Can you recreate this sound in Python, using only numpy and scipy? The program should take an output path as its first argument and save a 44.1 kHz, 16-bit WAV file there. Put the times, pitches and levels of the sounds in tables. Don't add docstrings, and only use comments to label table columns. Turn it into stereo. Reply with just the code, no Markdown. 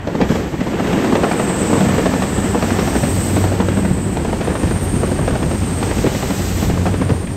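import sys
import numpy as np
from scipy.fft import rfft, irfft, next_fast_len
from scipy.io import wavfile
from scipy.ndimage import uniform_filter1d, minimum_filter1d

SR = 44100
rng = np.random.default_rng(int(sys.argv[2]) if len(sys.argv) > 2 else 0)


def wav_record(signal):
    frames = np.transpose(np.atleast_2d(signal))
    bounded = np.clip(frames, -1, 1)
    quanta = np.round(bounded * 32767).astype(np.int16)
    wavfile.write(sys.argv[1], SR, quanta)


N = 324576
TIME = np.arange(N) / SR
SPEED_M_S, TRACK_DISTANCE_M, SOUND_M_S = 27.5, 19.0, 343

# t/s, level/dB
GROUND_LEVELS = [(0, -40), (0.26, -28), (0.5, -33), (1.1, -37.5), (1.62, -35), (2.2, -32), (2.45, -28),
                 (2.72, -34), (2.98, -23.5), (3.35, -31.5), (3.85, -30), (4.03, -27), (4.22, -29),
                 (4.7, -26.5), (5.35, -26), (5.85, -28.5), (6.05, -25), (6.3, -30), (6.7, -24), (6.9, -31),
                 (7.1, -26), (7.36, -32)]
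# t/s, car body level/dB, rail level/dB
ROLLING_LEVELS = [(0, -36.5, -36.5), (0.15, -20, -36), (0.3, -21.5, -31.5), (0.55, -23.5, -34.5),
                  (0.9, -19, -26.5), (1.15, -21.5, -28), (1.45, -19.5, -28), (1.95, -17.5, -26.5),
                  (2.25, -21, -30), (2.8, -19.5, -27.5), (3.15, -19.5, -31), (3.55, -20.5, -31),
                  (4.1, -21.5, -35), (4.35, -22, -33), (5.7, -22.5, -33), (6.05, -23.5, -31.5),
                  (6.95, -24, -33.5), (7.36, -27, -39.5)]
# f/Hz, level/dB
GROUND_COLOUR = [(25, -11), (34, -4), (48, 11), (70, 15), (100, 8.5), (140, 9), (250, -16)]
BODY_COLOUR = [(70, -12), (120, -3.5), (180, 3.5), (280, 0.5), (400, -3.5), (600, -13.5), (1200, -23)]
RAIL_COLOUR = [(300, -1), (500, 2.5), (800, 2.5), (1100, -1.5), (1450, -6), (1800, -6.5), (2200, -10),
               (3000, -13), (4500, -24.5), (8000, -53)]
# t/s, rush level/dB, high hiss level/dB
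AIR_LEVELS = [(0, -56, -72), (0.3, -41.5, -70), (0.55, -47.5, -70), (0.92, -39, -64), (1.3, -39.5, -46),
              (1.55, -40, -48), (1.8, -36.5, -44), (2.3, -40, -45), (2.92, -37, -39), (3.35, -37.5, -45),
              (4.08, -46.5, -47), (4.3, -43.5, -54), (4.9, -41.5, -52), (5.7, -41, -49), (6.1, -35.5, -42),
              (6.55, -39.5, -49), (6.8, -40, -52), (7.36, -48, -55)]
# peak t/s, rush level/dB, high hiss level/dB, build-up/s
GUSTS = [(0.32, -36.5, -57, 0.034), (3.38, -44, -39, 0.55), (6.62, -32.5, -37.5, 0.45)]
# f/Hz, level/dB
RUSH_COLOUR = [(2000, 1.5), (3500, 1), (5000, 1), (6200, 1.5), (8200, 2.5), (9800, -25), (11200, 0.5),
               (12500, -10)]
HISS_COLOUR = [(7500, -14), (9500, -4), (10200, -8), (11300, 0), (12200, -2), (13000, -4), (15700, -5)]
# peak t/s, swell/s, f/Hz, width/Hz, level/dB
BOOMS = [(0.9, 0.08, 245, 22, -24), (1.1, 0.08, 285, 16, -21.5), (1.09, 0.12, 365, 24, -22.5),
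         (1.55, 0.65, 470, 30, -27.5), (1.75, 0.3, 305, 22, -26.5), (5.05, 0.12, 365, 25, -25)]
# t/s, f/Hz, level/dB
SQUEALS = [(1.05, 15000, -56), (1.28, 14700, -53), (1.41, 14250, -51), (1.97, 14250, -54),
           (2.2, 14300, -54), (3.62, 14200, -57), (3.86, 14200, -54), (4.7, 13880, -51), (4.9, 13350, -54),
           (5.18, 14110, -55)]
# t/s, firing f/Hz, base level/dB, octave level/dB
ONCOMING_ENGINES = [(0, 94.2, -30, -34), (0.62, 96, -38.5, -48), (1.2, 97.3, -28, -33),
                    (1.55, 98.5, -50, -23), (1.82, 97.8, -17.5, -13), (2.1, 95, -35, -24.5),
                    (2.5, 95.8, -20.5, -17), (2.75, 95, -21, -30), (3.05, 94.5, -33, -25),
                    (3.33, 95.8, -14, -28), (3.87, 95.4, -19.5, -16), (4.15, 96.7, -33, -26),
                    (4.75, 94.5, -25, -43), (5.1, 95.7, -24, -37), (5.8, 94.6, -21, -29),
                    (6.25, 95.53, -32, -34), (7.1, 94.5, -18, -23.5), (7.36, 93.1, -39, -26)]
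LAST_ENGINE = [(6.0, 94.5, -72, -70), (6.5, 91.2, -18.5, -29), (6.8, 86.1, -20, -15.5),
               (7.0, 84.8, -29, -28), (7.36, 82.85, -48, -40)]
# turbo peak t/s, engine level/dB, turbo f/Hz at rest, turbo level/dB, approach/s
CARS = [(1.602, -28.5, 7800, -29.5, 0.31), (2.36, -37, 7740, -32.5, 0.22), (3.22, -29, 7960, -29, 0.42),
        (3.981, -36, 7920, -35, 0.31), (4.92, -36, 8560, -29.5, 0.43), (5.7, -44, 8250, -32.5, 0.36),
        (6.5, -28.5, 7838, -38, 0.57), (7.2, -37, 8720, -35.5, 0.46)]
# t/s, f/Hz, level/dB
SLEEPER_BUMPS = [(0.22, 200, -4), (0.595, 220, -10), (1.186, 420, -6), (1.436, 230, -7), (1.617, 280, -7),
                 (2.009, 330, -7), (2.092, 230, -8), (2.182, 480, -11), (2.256, 380, -10), (2.445, 240, -7),
                 (3.911, 130, -7), (4.278, 220, -10), (4.658, 140, -8), (4.837, 240, -11), (4.94, 190, -6),
                 (4.964, 150, -7), (5.006, 250, -10), (5.319, 170, -8), (5.464, 170, -8), (5.622, 200, -9),
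                 (6.738, 130, -6), (7.005, 260, -8), (7.116, 130, -5), (7.275, 230, -13)]
# f/Hz, level/dB, time to fade by 60 dB/s
BOGIE_NOTES = [(215, -1, .2), (270, -1, .18), (370, -6, .13), (470, -1, .15), (620, -4, .1), (900, -2, .06),
               (1230, -2, .045)]
# t/s, clack level/dB, thud level/dB, crack level/dB
AXLE_HITS = [(0.072, -16.5, -18, -30.5), (0.152, -19.5, -20, -33.5), (0.204, -17, -11, -30),
             (0.2135, -13, -9, -20.5), (0.291, -28, -21, -31), (0.301, -26, -8, -31),
             (0.317, -23, -19, -32), (0.355, -19.5, -17, -30), (0.606, -28, -14.5, -29.5),
             (0.668, -19.5, -27, -36), (0.797, -19.5, -16.5, -32), (0.872, -29, -15, -31),
             (0.93, -18.5, -12, -27.5), (1.045, -19, -13.5, -29.5), (1.125, -14.5, -8, -29),
             (1.153, -10.5, -18, -22.5), (1.235, -7.5, -14, -21), (1.314, -14.5, -17, -23),
             (1.397, -14, -16, -25), (1.496, -22, -32, -36), (1.73, -11.5, -16, -27),
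             (1.754, -17, -24, -35), (1.808, -13.5, -14, -28), (1.889, -17.5, -14, -30),
             (1.981, -15, -16, -27), (2.058, -13.5, -33, -24), (2.137, -17.5, -12.5, -27),
             (2.22, -16, -22, -25.5), (2.382, -22, -26, -41), (2.548, -14, -16, -33),
             (2.626, -15.5, -21, -24.5), (2.706, -20, -13, -26), (2.789, -14, -13, -24),
             (2.875, -17.5, -35, -29), (2.954, -19, -17, -27.5), (3.035, -17, -16, -27),
             (3.364, -14.5, -11, -26.5), (3.44, -16, -26, -28), (3.519, -19, -14, -34),
             (3.602, -13, -11, -25), (3.687, -17.5, -28, -27), (3.772, -19.5, -19, -32),
             (3.848, -21.5, -17, -28.5), (4.17, -19, -34, -30), (4.249, -19.5, -30, -31),
             (4.327, -17, -16, -32), (4.41, -19, -23, -29), (4.474, -18, -13.5, -31),
             (4.502, -23, -22, -34), (4.554, -18.5, -35, -29.5), (4.633, -19, -14, -29.5),
             (4.711, -18, -23, -30), (5.034, -16, -17, -32), (5.116, -20.5, -21, -34),
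             (5.19, -22, -15, -32.0), (5.277, -13, -24, -24.5), (5.309, -26, -23, -35),
             (5.353, -18, -23, -27.5), (5.43, -20.5, -17, -29), (5.512, -20, -19, -32),
             (5.828, -16.5, -19, -27), (5.911, -19, -28, -28.5), (5.984, -22, -16, -31),
             (6.042, -28, -6, -32), (6.065, -15.5, -12.5, -25.5), (6.149, -20.5, -18, -30),
             (6.226, -18, -19, -31), (6.305, -21.5, -15, -29.5), (6.625, -19, -17, -33),
             (6.699, -18, -19, -29.5), (6.775, -20.5, -29, -34), (6.855, -17.5, -19, -36),
             (6.864, -17, -14, -26), (6.94, -20, -19, -31), (7.015, -18.5, -16.5, -29),
             (7.093, -20, -13.5, -31), (7.103, -19, -15, -32), (7.271, -33, -28, -34)]
# f/Hz, level/dB
CLACK_COLOUR = [(150, -45), (340, -5), (470, 3), (620, 1.5), (900, 0.5), (1300, -11.5), (2000, -42)]
THUD_COLOUR = [(80, -37), (150, 3.5), (240, 6), (380, -4.5), (600, -8.5), (1500, -41)]
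CRACK_COLOUR = [(700, -27), (1400, 10.5), (2000, 6), (2800, 2), (4000, -4.5), (7000, -13.5), (14000, -31)]
# f/Hz, level/dB
SCATTER_COLOUR = [(60, -12), (250, -11), (500, -7.5), (1000, -4.5), (1500, -10), (2200, -24), (3200, -20),
                  (4500, -36), (6500, -45), (8200, -16), (12000, -15), (15000, -7)]
# f/Hz, phase/rad
LEFT_LEAD = [(60, 0), (340, -.5), (600, -1.3), (800, -1.95), (1050, -1.95), (1400, -1), (2050, 0),
             (7400, 0), (7700, -.6), (8600, -1), (9400, -2.8), (10200, -3.2), (10900, -3.7), (11400, -4.5),
             (12200, -5.2), (12600, -6.28), (14300, -6.28), (15700, -8.8)]
# f/Hz, level/dB
LEFT_BALANCE = [(250, 0), (400, -1), (550, -3.2), (850, -2.8), (1100, 0), (1450, 2), (2000, 0)]


def from_db(db):
    return 10 ** (np.asarray(db) / 20)


def rms_one(x):
    return x / np.sqrt(np.mean(x ** 2) + 1e-20)


def in_time(rows):
    times, *columns = np.transpose(rows)
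    return [np.interp(TIME, times, column) for column in columns]


def at_hz(points, hz):
    f, value = np.transpose(points)
    return np.interp(np.log(np.maximum(hz, 1)), np.log(f), value)


def shaped(x, gain_at):
    size = next_fast_len(x.shape[-1] + 2048)
    hz = np.arange(size // 2 + 1) * SR / size
    return irfft(rfft(x, size) * gain_at(hz), size)[..., :x.shape[-1]]


def coloured(x, colour):
    low, high = colour[0][0], colour[-1][0]
    return shaped(x, lambda f: from_db(at_hz(colour, f)) * np.minimum(f / low, high / (f + 1)).clip(max=1) ** 2)


def drift(rate_hz):
    return rms_one(shaped(rng.standard_normal(N), lambda f: 1 / (1 + (f / rate_hz) ** 4)))


def spread(direct, scattered):
    side = shaped(scattered, lambda f: from_db(at_hz(SCATTER_COLOUR, f)))
    return direct + side * np.array([[1], [-1]])


def noise(colour):
    return rms_one(spread(*coloured(rng.standard_normal((2, N)), colour)))


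def steadied(x, window_s):
    power = np.mean(np.atleast_2d(x) ** 2, axis=0)
    return x / np.sqrt(uniform_filter1d(power, size=int(window_s * SR)) + 1e-6)


def swell(at_s, length_s):
    return np.exp(-((TIME - at_s) / length_s) ** 2)


def running_phase(hz):
    return 2 * np.pi * (np.cumsum(hz) / SR + rng.random())


def whistle(hz, width_hz):
    wobble = shaped(rng.standard_normal((2, N)), lambda f: 1 / (1 + (f / width_hz) ** 3))
    phase = running_phase(hz * np.ones(N))
    return rms_one(wobble[0] * np.cos(phase) + wobble[1] * np.sin(phase))


def struck(hz, t60):
    t = np.arange(SR // 4) / SR
    return np.sin(2 * np.pi * hz * t) * from_db(-60 * t / t60)


def rolling():
    body_db, rail_db = in_time(ROLLING_LEVELS)
    ground_db, = in_time(GROUND_LEVELS)
    judder = drift(26)
    ground = from_db(ground_db + 4.5 + 1.8 * drift(10)) * steadied(noise(GROUND_COLOUR), .13)
    bodies = from_db(body_db + .67) * steadied(from_db(2 * judder) * noise(BODY_COLOUR), .13)
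    grit_db = .86 * (1.1 * judder + .37 * drift(110))
    rails = from_db(rail_db + 5 + grit_db) * noise(RAIL_COLOUR)
    return ground + bodies + rails


def rushing_air(release_s=.089):
    rush_db, hiss_db = in_time(AIR_LEVELS)
    rush, hiss = from_db(rush_db + 3.5), from_db(hiss_db - 4)
    for s, gust_rush_db, gust_hiss_db, build_s in GUSTS:
        gust = swell(s, np.where(TIME < s, build_s, release_s))
        rush = np.hypot(rush, from_db(gust_rush_db) * gust)
        hiss = np.hypot(hiss, from_db(gust_hiss_db) * gust)
    flutter = from_db(.7 * drift(11))
    return flutter * (rush * noise(RUSH_COLOUR) + hiss * noise(HISS_COLOUR))


def spit():
    return from_db(-41) * swell(at_s=4.843, length_s=.022) * whistle(hz=12400, width_hz=1200)


def singing_steel(sink_hz_per_s=2500):
    growl = from_db(-22) * swell(at_s=.95, length_s=.25) * whistle(hz=337, width_hz=210)
    ring = from_db(-42) * swell(at_s=2.2, length_s=1.6) * whistle(hz=1756, width_hz=40)
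    scrape = from_db(-42) * swell(at_s=2.84, length_s=.32) * whistle(hz=5730, width_hz=530)
    rows = np.array(SQUEALS)
    midpoints_s = (rows[1:, 0] + rows[:-1, 0]) / 2
    s, hz, db = rows[np.searchsorted(midpoints_s, TIME)].T
    sinking_hz = hz - sink_hz_per_s * (TIME - s)
    squeal = from_db(db) * swell(s, length_s=.097) * whistle(sinking_hz, width_hz=130) / np.sqrt(3)
    return growl + ring + scrape + squeal


def hollow_frames(sag_per_s=.08):
    out = 0
    for s, length_s, hz, width_hz, db in BOOMS:
        boom = whistle(hz * (1 - sag_per_s * (TIME - s)), width_hz)
        out += from_db(db) * swell(s, length_s) * steadied(boom, .1)
    return out


def engine_drone(curve, throb_db=2.6, sway_db=1.8):
    hz, base_db, octave_db = in_time(curve)
    phase = running_phase(hz * (1 + .02 * drift(14.5)))
    out = 0
    for harmonic, db in ((1, base_db - 4), (2, octave_db - 7), (3, octave_db - 17)):
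        out += from_db(db + throb_db * drift(61) + sway_db * drift(7.6)) * np.sin(harmonic * phase)
    return np.sqrt(2) * out


def passing_cars(firing_hz=92.26, lead_s=.3, leave_s=.28):
    flicker = from_db(1.3 * drift(24))
    waver = 1 + .005 * drift(13.94)
    out = 0
    for s, engine_db, turbo_hz, turbo_db, approach_s in CARS:
        ahead_m = SPEED_M_S * (s + lead_s - TIME)
        closing_m_s = SPEED_M_S * ahead_m / np.hypot(ahead_m, TRACK_DISTANCE_M)
        doppler = 1 / (1 - closing_m_s / SOUND_M_S)
        width_s = np.where(TIME < s, approach_s, leave_s)
        nearness = swell(s, 2.3) / (1 + ((TIME - s) / width_s) ** 2)
        tone = whistle(turbo_hz * doppler * waver, width_hz=140)
        hiss = from_db(5.5) * whistle(turbo_hz * 1.025 * doppler ** .3, width_hz=644)
        out += from_db(turbo_db - 6.5) * nearness * flicker * (tone + hiss)
        firing = running_phase(firing_hz * doppler)
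        exhaust = sum(from_db(-3.5 * k) * np.sin((k + 1) * firing) for k in range(3))
        out += from_db(engine_db) * exhaust / (1 + (ahead_m / TRACK_DISTANCE_M) ** 2)
    return out


def loose_sleepers(ring_cycles=9.1):
    out = np.zeros(N + SR)
    for s, hz, db in SLEEPER_BUMPS:
        at = int(s * SR)
        bump = from_db(db) * struck(hz, ring_cycles / hz)
        out[at:at + len(bump)] -= bump
    return out[:N]


def ringing_bogies(ring_db=-9.5, detune=.05, uneven_db=2.5):
    out = np.zeros(N + SR)
    for s, clack_db, _, _ in AXLE_HITS:
        at = int(s * SR)
        for hz, db, t60 in BOGIE_NOTES:
            tuning, strength = rng.standard_normal(2)
            note = np.sign(tuning) * struck(hz * (1 + detune * tuning), t60)
            out[at:at + len(note)] += from_db(clack_db + ring_db + db + uneven_db * strength) * note
    return out[:N]


def contact(age_s, rise_s, t60):
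    age_s = np.maximum(age_s, 0)
    return (1 - np.exp(-(age_s / rise_s) ** 2)) * from_db(-60 * age_s / t60)


def strikes(column, colour, gain_db, rise_s, t60, tail_t60, early_s):
    lead_s = .04
    t = np.arange(SR // 4) / SR - lead_s
    first_20_ms = (t > 0) & (t < .02)
    out = np.zeros((2, N + len(t)))
    chatter = np.resize(from_db(1.5 * drift(256)), N + len(t))
    rings = coloured(rng.standard_normal((len(AXLE_HITS), 2, len(t))), colour)
    variations = np.exp(.25 * rng.standard_normal((len(AXLE_HITS), 4)))
    for hit, ring, (softness, length, lateness, tint) in zip(AXLE_HITS, rings, variations):
        at = max(round((hit[0] - early_s - lead_s) * SR), 0)
        onset_s = rise_s * softness
        nudge = from_db(-20.5) * contact(t + .0216, onset_s, t60)
        blow = contact(t, onset_s, t60 * length)
        rebound = from_db(-14) * contact(t - .0308 * lateness, onset_s, t60)
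        tail = from_db(-17.5) * contact(t, onset_s, tail_t60)
        delay = int(.002 * tint ** 2 * SR)
        ring = ring - .4 * np.roll(ring, delay, axis=1)
        burst = ring * (nudge + blow + rebound + tail) * chatter[at:at + len(t)]
        burst /= np.std(burst[:, first_20_ms], axis=1, keepdims=True)
        out[:, at:at + len(t)] += from_db(hit[column] + gain_db) * burst
    return out[:, :N]


def axle_knocks():
    clack = strikes(1, CLACK_COLOUR, gain_db=-1.5, rise_s=.0015, t60=.048, tail_t60=.27, early_s=.00195)
    thud = strikes(2, THUD_COLOUR, gain_db=-3.5, rise_s=.0042, t60=.07, tail_t60=.18, early_s=.00094)
    crack = strikes(3, CRACK_COLOUR, gain_db=-2, rise_s=.003, t60=.05, tail_t60=.3, early_s=.003)
    direct, scattered = clack + thud + crack
    return spread(direct, from_db(-10) * scattered)


def scene():
    knocks = axle_knocks() + ringing_bogies() + loose_sleepers()
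    roar = rolling() + hollow_frames() + singing_steel()
    air = rushing_air()
    engines = engine_drone(ONCOMING_ENGINES) + engine_drone(LAST_ENGINE) + passing_cars()
    return knocks + roar + air + engines + spit()


def record(dry):
    ceiling, cutoff_hz = .93, 15700
    sides = np.array([[.5], [-.5]])
    stereo = shaped(dry, lambda f: from_db(sides * at_hz(LEFT_BALANCE, f))
                    * np.exp(1j * sides * at_hz(LEFT_LEAD, f)))
    gain = np.minimum(1, ceiling / (np.abs(stereo).max(axis=0) + 1e-9))
    gain = uniform_filter1d(minimum_filter1d(gain, size=201), size=201)
    return shaped(stereo * gain, lambda f: np.clip((cutoff_hz - f) / 100 + 1, 0, 1))


dry = scene()
out = record(dry)
wav_record(out)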